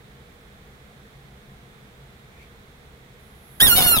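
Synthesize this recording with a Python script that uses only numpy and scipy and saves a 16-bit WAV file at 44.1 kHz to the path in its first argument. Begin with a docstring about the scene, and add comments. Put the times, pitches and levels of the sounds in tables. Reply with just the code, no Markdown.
"""A frog sits in a quiet, humming room. A faint rustle passes, then it hisses as a finger nears.
At 3.6 s it screams with its mouth wide open, as air makes its vocal folds vibrate.
The scream arches up, settles, breaks into a harsh rasp an octave down, clears and sags away.
Under it ride a ragged low rush of air and dull thuds as the frog scrambles on a mat.
Floor and wall throw the voice back to a close stereo microphone."""
import sys
import numpy as np
from scipy import signal
from scipy.fft import rfft, irfft
from scipy.io import wavfile

SR = 44100
rng = np.random.default_rng(int(sys.argv[2]) if len(sys.argv) > 2 else 0)


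def unload_wav(signal):
    """Save mono or channel-first audio to the path in sys.argv[1] as 16-bit WAV at rate SR, clipped to [-1, 1]."""
    wavfile.write(
        sys.argv[1],
        SR,
        np.round(np.clip(np.atleast_2d(signal).T, -1, 1) * 32767).astype(np.int16),
    )


N = 176400
TIME = np.arange(N) / SR
FREQS = np.fft.rfftfreq(N, 1 / SR)
TOP_HZ = 15850

# how fast the vocal folds vibrate (time [s], pitch [Hz])
SCREAM_PITCH = [(3.602, 1560), (3.61, 1670), (3.624, 1862), (3.638, 1898), (3.658, 1850), (3.668, 1765),
                (3.68, 1638), (3.692, 1528), (3.708, 1432), (3.73, 1408), (3.76, 1442), (3.763, 1545),
                (3.778, 1485), (3.79, 1523), (3.812, 1428), (3.83, 1398), (3.844, 1468), (3.872, 1436),
                (3.915, 1410), (3.932, 1390), (3.948, 1355), (3.963, 1305), (3.978, 1200), (4.0, 1060)]
# how hard the frog screams (time [s], level [dB])
SCREAM_LEVEL = [(3.597, -63), (3.604, -19), (3.61, -20), (3.618, -15), (3.633, -13.5), (3.655, -16.5),
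                (3.669, -18), (3.684, -18), (3.7, -17.5), (3.735, -19.5), (3.76, -20.5), (3.79, -19.5),
                (3.815, -23.5), (3.85, -21), (3.9, -20), (3.93, -21), (3.96, -24), (4.0, -29)]
# how unevenly the folds vibrate (time [s], roughness [0-1])
ROUGHNESS = [(3.604, .9), (3.616, .6), (3.625, .06), (3.655, .08), (3.672, .5), (3.695, .45), (3.712, .07),
             (3.755, .08), (3.768, .65), (3.825, .55), (3.845, .22), (3.92, .07), (3.955, .1), (3.975, .7),
             (4.0, .8)]
# how much every second pulse weakens, making the rasp (time [s], amount [0-1])
RASP = [(3.757, 0.02), (3.764, 1), (3.795, 1), (3.83, 0.9), (3.843, 0.48), (3.87, 0.42), (3.895, 0.27),
        (3.915, 0)]
# extra level for the scream's lowest tones (time [s], gain [dB])
LOW_BOOST = [(3.605, 9), (3.618, -2.5), (3.64, -0.5), (3.66, -6), (3.685, 0.5), (3.7, -11), (3.732, 10.5),
             (3.757, -15.5), (3.79, 3.5), (3.815, -7.5), (3.865, -6.5), (3.9, -3), (3.94, 8.5),
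             (3.965, 2.5), (3.99, -15)]
# tone colour of throat and mouth at each microphone (frequency [Hz], left [dB], right [dB])
THROAT_COLOUR = [(750, 7, -30), (1350, -5, -14.5), (1900, -7, -10), (2330, -1, -24), (2740, -5.5, -4),
                 (3830, -3, -4), (4480, -12, -11.5), (5270, -5, -16.5), (5560, -15, -19.5),
                 (6100, -10.5, -19), (7000, -10, -23.5), (7650, -22.5, -21), (8530, -6, -21),
                 (9400, 0, -1.5), (10330, -8.5, -5.5), (11200, -22, 3), (12370, -13.5, -6),
                 (13300, -3.5, -10), (14200, -20, -1), (15200, -7, -4)]
# low rush of air (time [s], level [dB])
RUSH_LEVEL = [(3.6, -37), (3.612, -37), (3.62, -27.5), (3.665, -22), (3.7, -26), (3.75, -31), (3.77, -23),
              (3.81, -23.5), (3.87, -27.5), (3.925, -27.5), (3.955, -31), (3.975, -25), (3.987, -50)]
# its tone colour (frequency [Hz], gain [dB])
RUSH_TONE = [(20, 1.5), (70, 0.5), (160, -1), (320, -7), (800, -7.5), (1500, -11.5), (2400, -15.5),
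             (3200, -18), (4800, -30), (16000, -54)]
# bumps on the mat (time [s], level [dB])
THUD_HITS = [(3.615, -21), (3.624, -19.5), (3.663, -19), (3.681, -28), (3.726, -24), (3.782, -28),
             (3.806, -31), (3.919, -29), (3.967, -16.5), (3.979, -25.5)]
# their tone colour (frequency [Hz], gain [dB])
THUD_TONE = [(20, -3.5), (130, -1.5), (350, -9.5), (900, -14), (2000, -32), (6000, -52)]
# hiss before the scream (time [s], level [dB])
HISS_LEVEL = [(3.17, -93), (3.2, -65), (3.38, -64.5), (3.5, -56), (3.57, -56), (3.6, -53.5), (3.62, -95)]
# its tone colour (frequency [Hz], gain [dB])
HISS_TONE = [(20, -50), (8800, -18), (9900, 3), (11000, 5), (12000, 1), (13000, -9), (14200, -3.5),
             (15800, -9)]
# faint rustle (time [s], level [dB])
RUSTLE_LEVEL = [(2.2, -80), (2.34, -63), (2.43, -52), (2.48, -70), (2.56, -85)]
# its tone colour (frequency [Hz], gain [dB])
RUSTLE_TONE = [(20, -30), (1500, -20), (2300, 6), (2900, -9), (3600, -9), (5000, -16), (16000, -28)]
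# echoes off floor and wall (delay [s], left gain [ratio], right gain [ratio])
NEAR_ECHOES = [(.0023, 0.19, -0.11), (.0052, -0.24, .07)]
# tone colour of the room's air noise (frequency [Hz], gain [dB])
AIR_TONE = [(12, -25), (20, -8.5), (33, -8), (64, 0.5), (101, -9), (137, -2), (161, -9), (196, -6),
            (306, -16.5), (478, -8.5), (534, -17.5), (746, -15.5), (958, -20.5), (1040, -18.5),
            (2150, -18.5), (2840, -26), (3540, -21.5), (4950, -32.5), (15500, -37)]
# how alike that noise is on both sides (frequency [Hz], likeness [-1 to 1])
AIR_LIKENESS = [(60, 0.97), (180, 0.94), (550, 0.59), (1650, -0.37), (4970, 0.067), (15000, -0.027)]
# which side it leans to (frequency [Hz], left minus right [dB])
AIR_LEAN = [(60, -0.5), (180, 2), (550, -3), (1650, -5.5), (4970, -3), (15000, -4.5)]
# tones of the room's hum (frequency [Hz], level [dB])
HUM_TONES = [(59.2, -68), (134.6, -59.5), (203, -63.5), (474, -72.5)]


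def scream():
    """The vocal folds chop air into uneven pulses, making a shrill voice mixed with breath."""
    roughness = np.clip(curve(ROUGHNESS), 0, 1)
    jitter = 0.022 * roughness * wander(hz=700)
    waver = 0.0025 * wander(hz=90)
    cycles = np.cumsum(curve(SCREAM_PITCH) * (1 + jitter + waver)) / SR
    voice = fold_tones(cycles)
    voice *= 1 + 0.69 * roughness * wander(hz=700)  # the level trembles too
    return level(SCREAM_LEVEL) * (voice + amp(-15) * roughness * breath(cycles))


def fold_tones(cycles, mouth_hz=3383, mouth_width_hz=168, mic_lag_s=0.00017, smear_s=0.0011):
    """The pulses make a stack of tones at multiples of the pitch, shaped by throat and mouth."""
    on = TIME >= SCREAM_LEVEL[0][0]
    pitch, boost_db = curve(SCREAM_PITCH)[on], curve(LOW_BOOST)[on]
    rasp = np.clip(curve(RASP), 0, 1)[on]
    voice = np.zeros((2, N))
    for multiple in np.arange(1, 30) / 2:
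        hz = multiple * pitch
        # strong and weak pulses in turn add tones halfway between the usual ones
        size = (rasp if multiple % 1 else 1) / np.sqrt(1 + rasp ** 2) * (hz < TOP_HZ)
        low_db = boost_db / (1 + (hz / 2480) ** 6)
        # a tone flares as it glides through the pitch at which the mouth rings
        mouth_db = 9 / (1 + ((hz - mouth_hz) / mouth_width_hz) ** 2)
        for side in range(2):
            delay = side * mic_lag_s + smear_s * hz / TOP_HZ / 2  # the throat smears each pulse
            # each tone flickers in timing and level as the frog moves
            flicker_rad = 0.6 * drift(TIME[on], hz=22)
            flicker_db = 2.5 * drift(TIME[on], hz=22)
            wave = np.cos(2 * np.pi * (multiple * cycles[on] - delay * hz) + flicker_rad)
            db = low_db + mouth_db + read(THROAT_COLOUR, hz, column=side + 1) + flicker_db
            voice[side, on] += np.sqrt(2) * size * amp(db) * wave
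    return voice


def breath(cycles):
    """One puff of air passes through the throat each time the folds open."""
    puffs = noise() * (1 + np.cos(2 * np.pi * cycles))
    return tint(puffs, [read(THROAT_COLOUR, column=side + 1) for side in range(2)])


def rush():
    """Swirling air makes a ragged low rush under the scream, different at each microphone."""
    flutter_db = 3 * wander(hz=130)
    return level(RUSH_LEVEL) * tint(noise() * amp(flutter_db), read(RUSH_TONE))


def thuds(attack_s=0.0005, decay_s=0.0082):
    """The frog lunges and scrambles on the mat, making dull bumps that do not ring."""
    loudness = np.zeros(N)
    for start, db in THUD_HITS:
        age = np.maximum(TIME - start, 0)
        loudness += amp(db) * np.minimum(age / attack_s, 1) * np.exp(-age / decay_s)
    return loudness * tint(noise(), read(THUD_TONE))


def hiss():
    """A thin hiss, likely air in the frog's nostrils, swells until the mouth opens."""
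    lean_right = amp([[-3.25], [3.25]])
    return level(HISS_LEVEL) * tint(noise(), read(HISS_TONE)) * lean_right


def rustle():
    """One soft swish, likely an arm moving in."""
    return level(RUSTLE_LEVEL) * tint(noise(), read(RUSTLE_TONE))


def room_echo(sound, tail_db=-19, fade_s=0.2):
    """Floor and wall add two quick echoes and a short, faint tail to the sound."""
    t = TIME[:SR // 2]
    response = rng.standard_normal((2, len(t))) * amp(-60 * t / fade_s)
    response *= amp(tail_db) / np.linalg.norm(response[0])
    response[:, 0] += 1  # the sound that arrives directly
    for delay, left, right in NEAR_ECHOES:
        response[:, round(delay * SR)] += left, right
    return signal.fftconvolve(sound, response, axes=1)[:, :N]


def room_air():
    """Steady, dull air noise whose deepest part is nearly the same on both sides."""
    left, other = rfft(noise())
    likeness = np.clip(read(AIR_LIKENESS), -1, 1)
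    right = likeness * left + np.sqrt(1 - likeness ** 2) * other
    pair = irfft(np.array([left, right]), N)
    lean_db = read(AIR_LEAN) / 2
    return amp(-48.5) * tint(pair, read(AIR_TONE) + np.array([lean_db, -lean_db]))


def room_hum(waver_hz=7.3):
    """A few low tones hum in the room, each wavering at random."""
    hum = np.zeros(N)
    for hz, db in HUM_TONES:
        phase = 2 * np.pi * hz * TIME
        hum += amp(db) * (wander(waver_hz) * np.cos(phase) + wander(waver_hz) * np.sin(phase))
    return hum


def amp(db):
    """Turns decibels into a number to multiply by."""
    return 10 ** (np.asarray(db) / 20)


def unit(x):
    """Scales a signal to an average size (rms) of 1."""
    return x / np.sqrt(np.mean(x ** 2) + 1e-20)


def curve(points):
    """Joins a table's points with straight lines over time."""
    return np.interp(TIME, *np.transpose(points))


def level(points):
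    """Gain from a dB curve, silent before its first point."""
    return amp(curve(points)) * (TIME >= points[0][0])


def read(points, hz=FREQS, column=1):
    """Looks up a table by frequency, with octaves evenly spaced."""
    table = np.transpose(points)
    return np.interp(np.log(hz + 1), np.log(table[0] + 1), table[column])


def noise():
    """Separate white noise for left and right."""
    return rng.standard_normal((2, N))


def tint(x, db):
    """Turns each frequency up or down, then scales the result to size 1."""
    return unit(irfft(rfft(x) * amp(db), N))


def wander(hz):
    """A random wobble, mostly slower than the given rate."""
    return unit(irfft(rfft(rng.standard_normal(N)) / (1 + (FREQS / hz) ** 4), N))


def drift(t, hz, count=5):
    """A smooth wobble from a few random sine waves below the given rate."""
    rate, phase = rng.random((2, count, 1))
    return np.sqrt(2 / count) * np.sin(2 * np.pi * (hz * rate * t + phase)).sum(0)


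def scene():
    """The frog in its room; only the scream and hiss echo."""
    return room_echo(scream() + hiss()) + rush() + thuds() + rustle() + room_air() + room_hum()


def record(dry):
    """Cuts away the very highest treble."""
    low_pass = signal.firwin(511, TOP_HZ, window=("kaiser", 9), fs=SR)
    return signal.oaconvolve(dry, low_pass[None], "same")


dry = scene()
out = record(dry)
unload_wav(out)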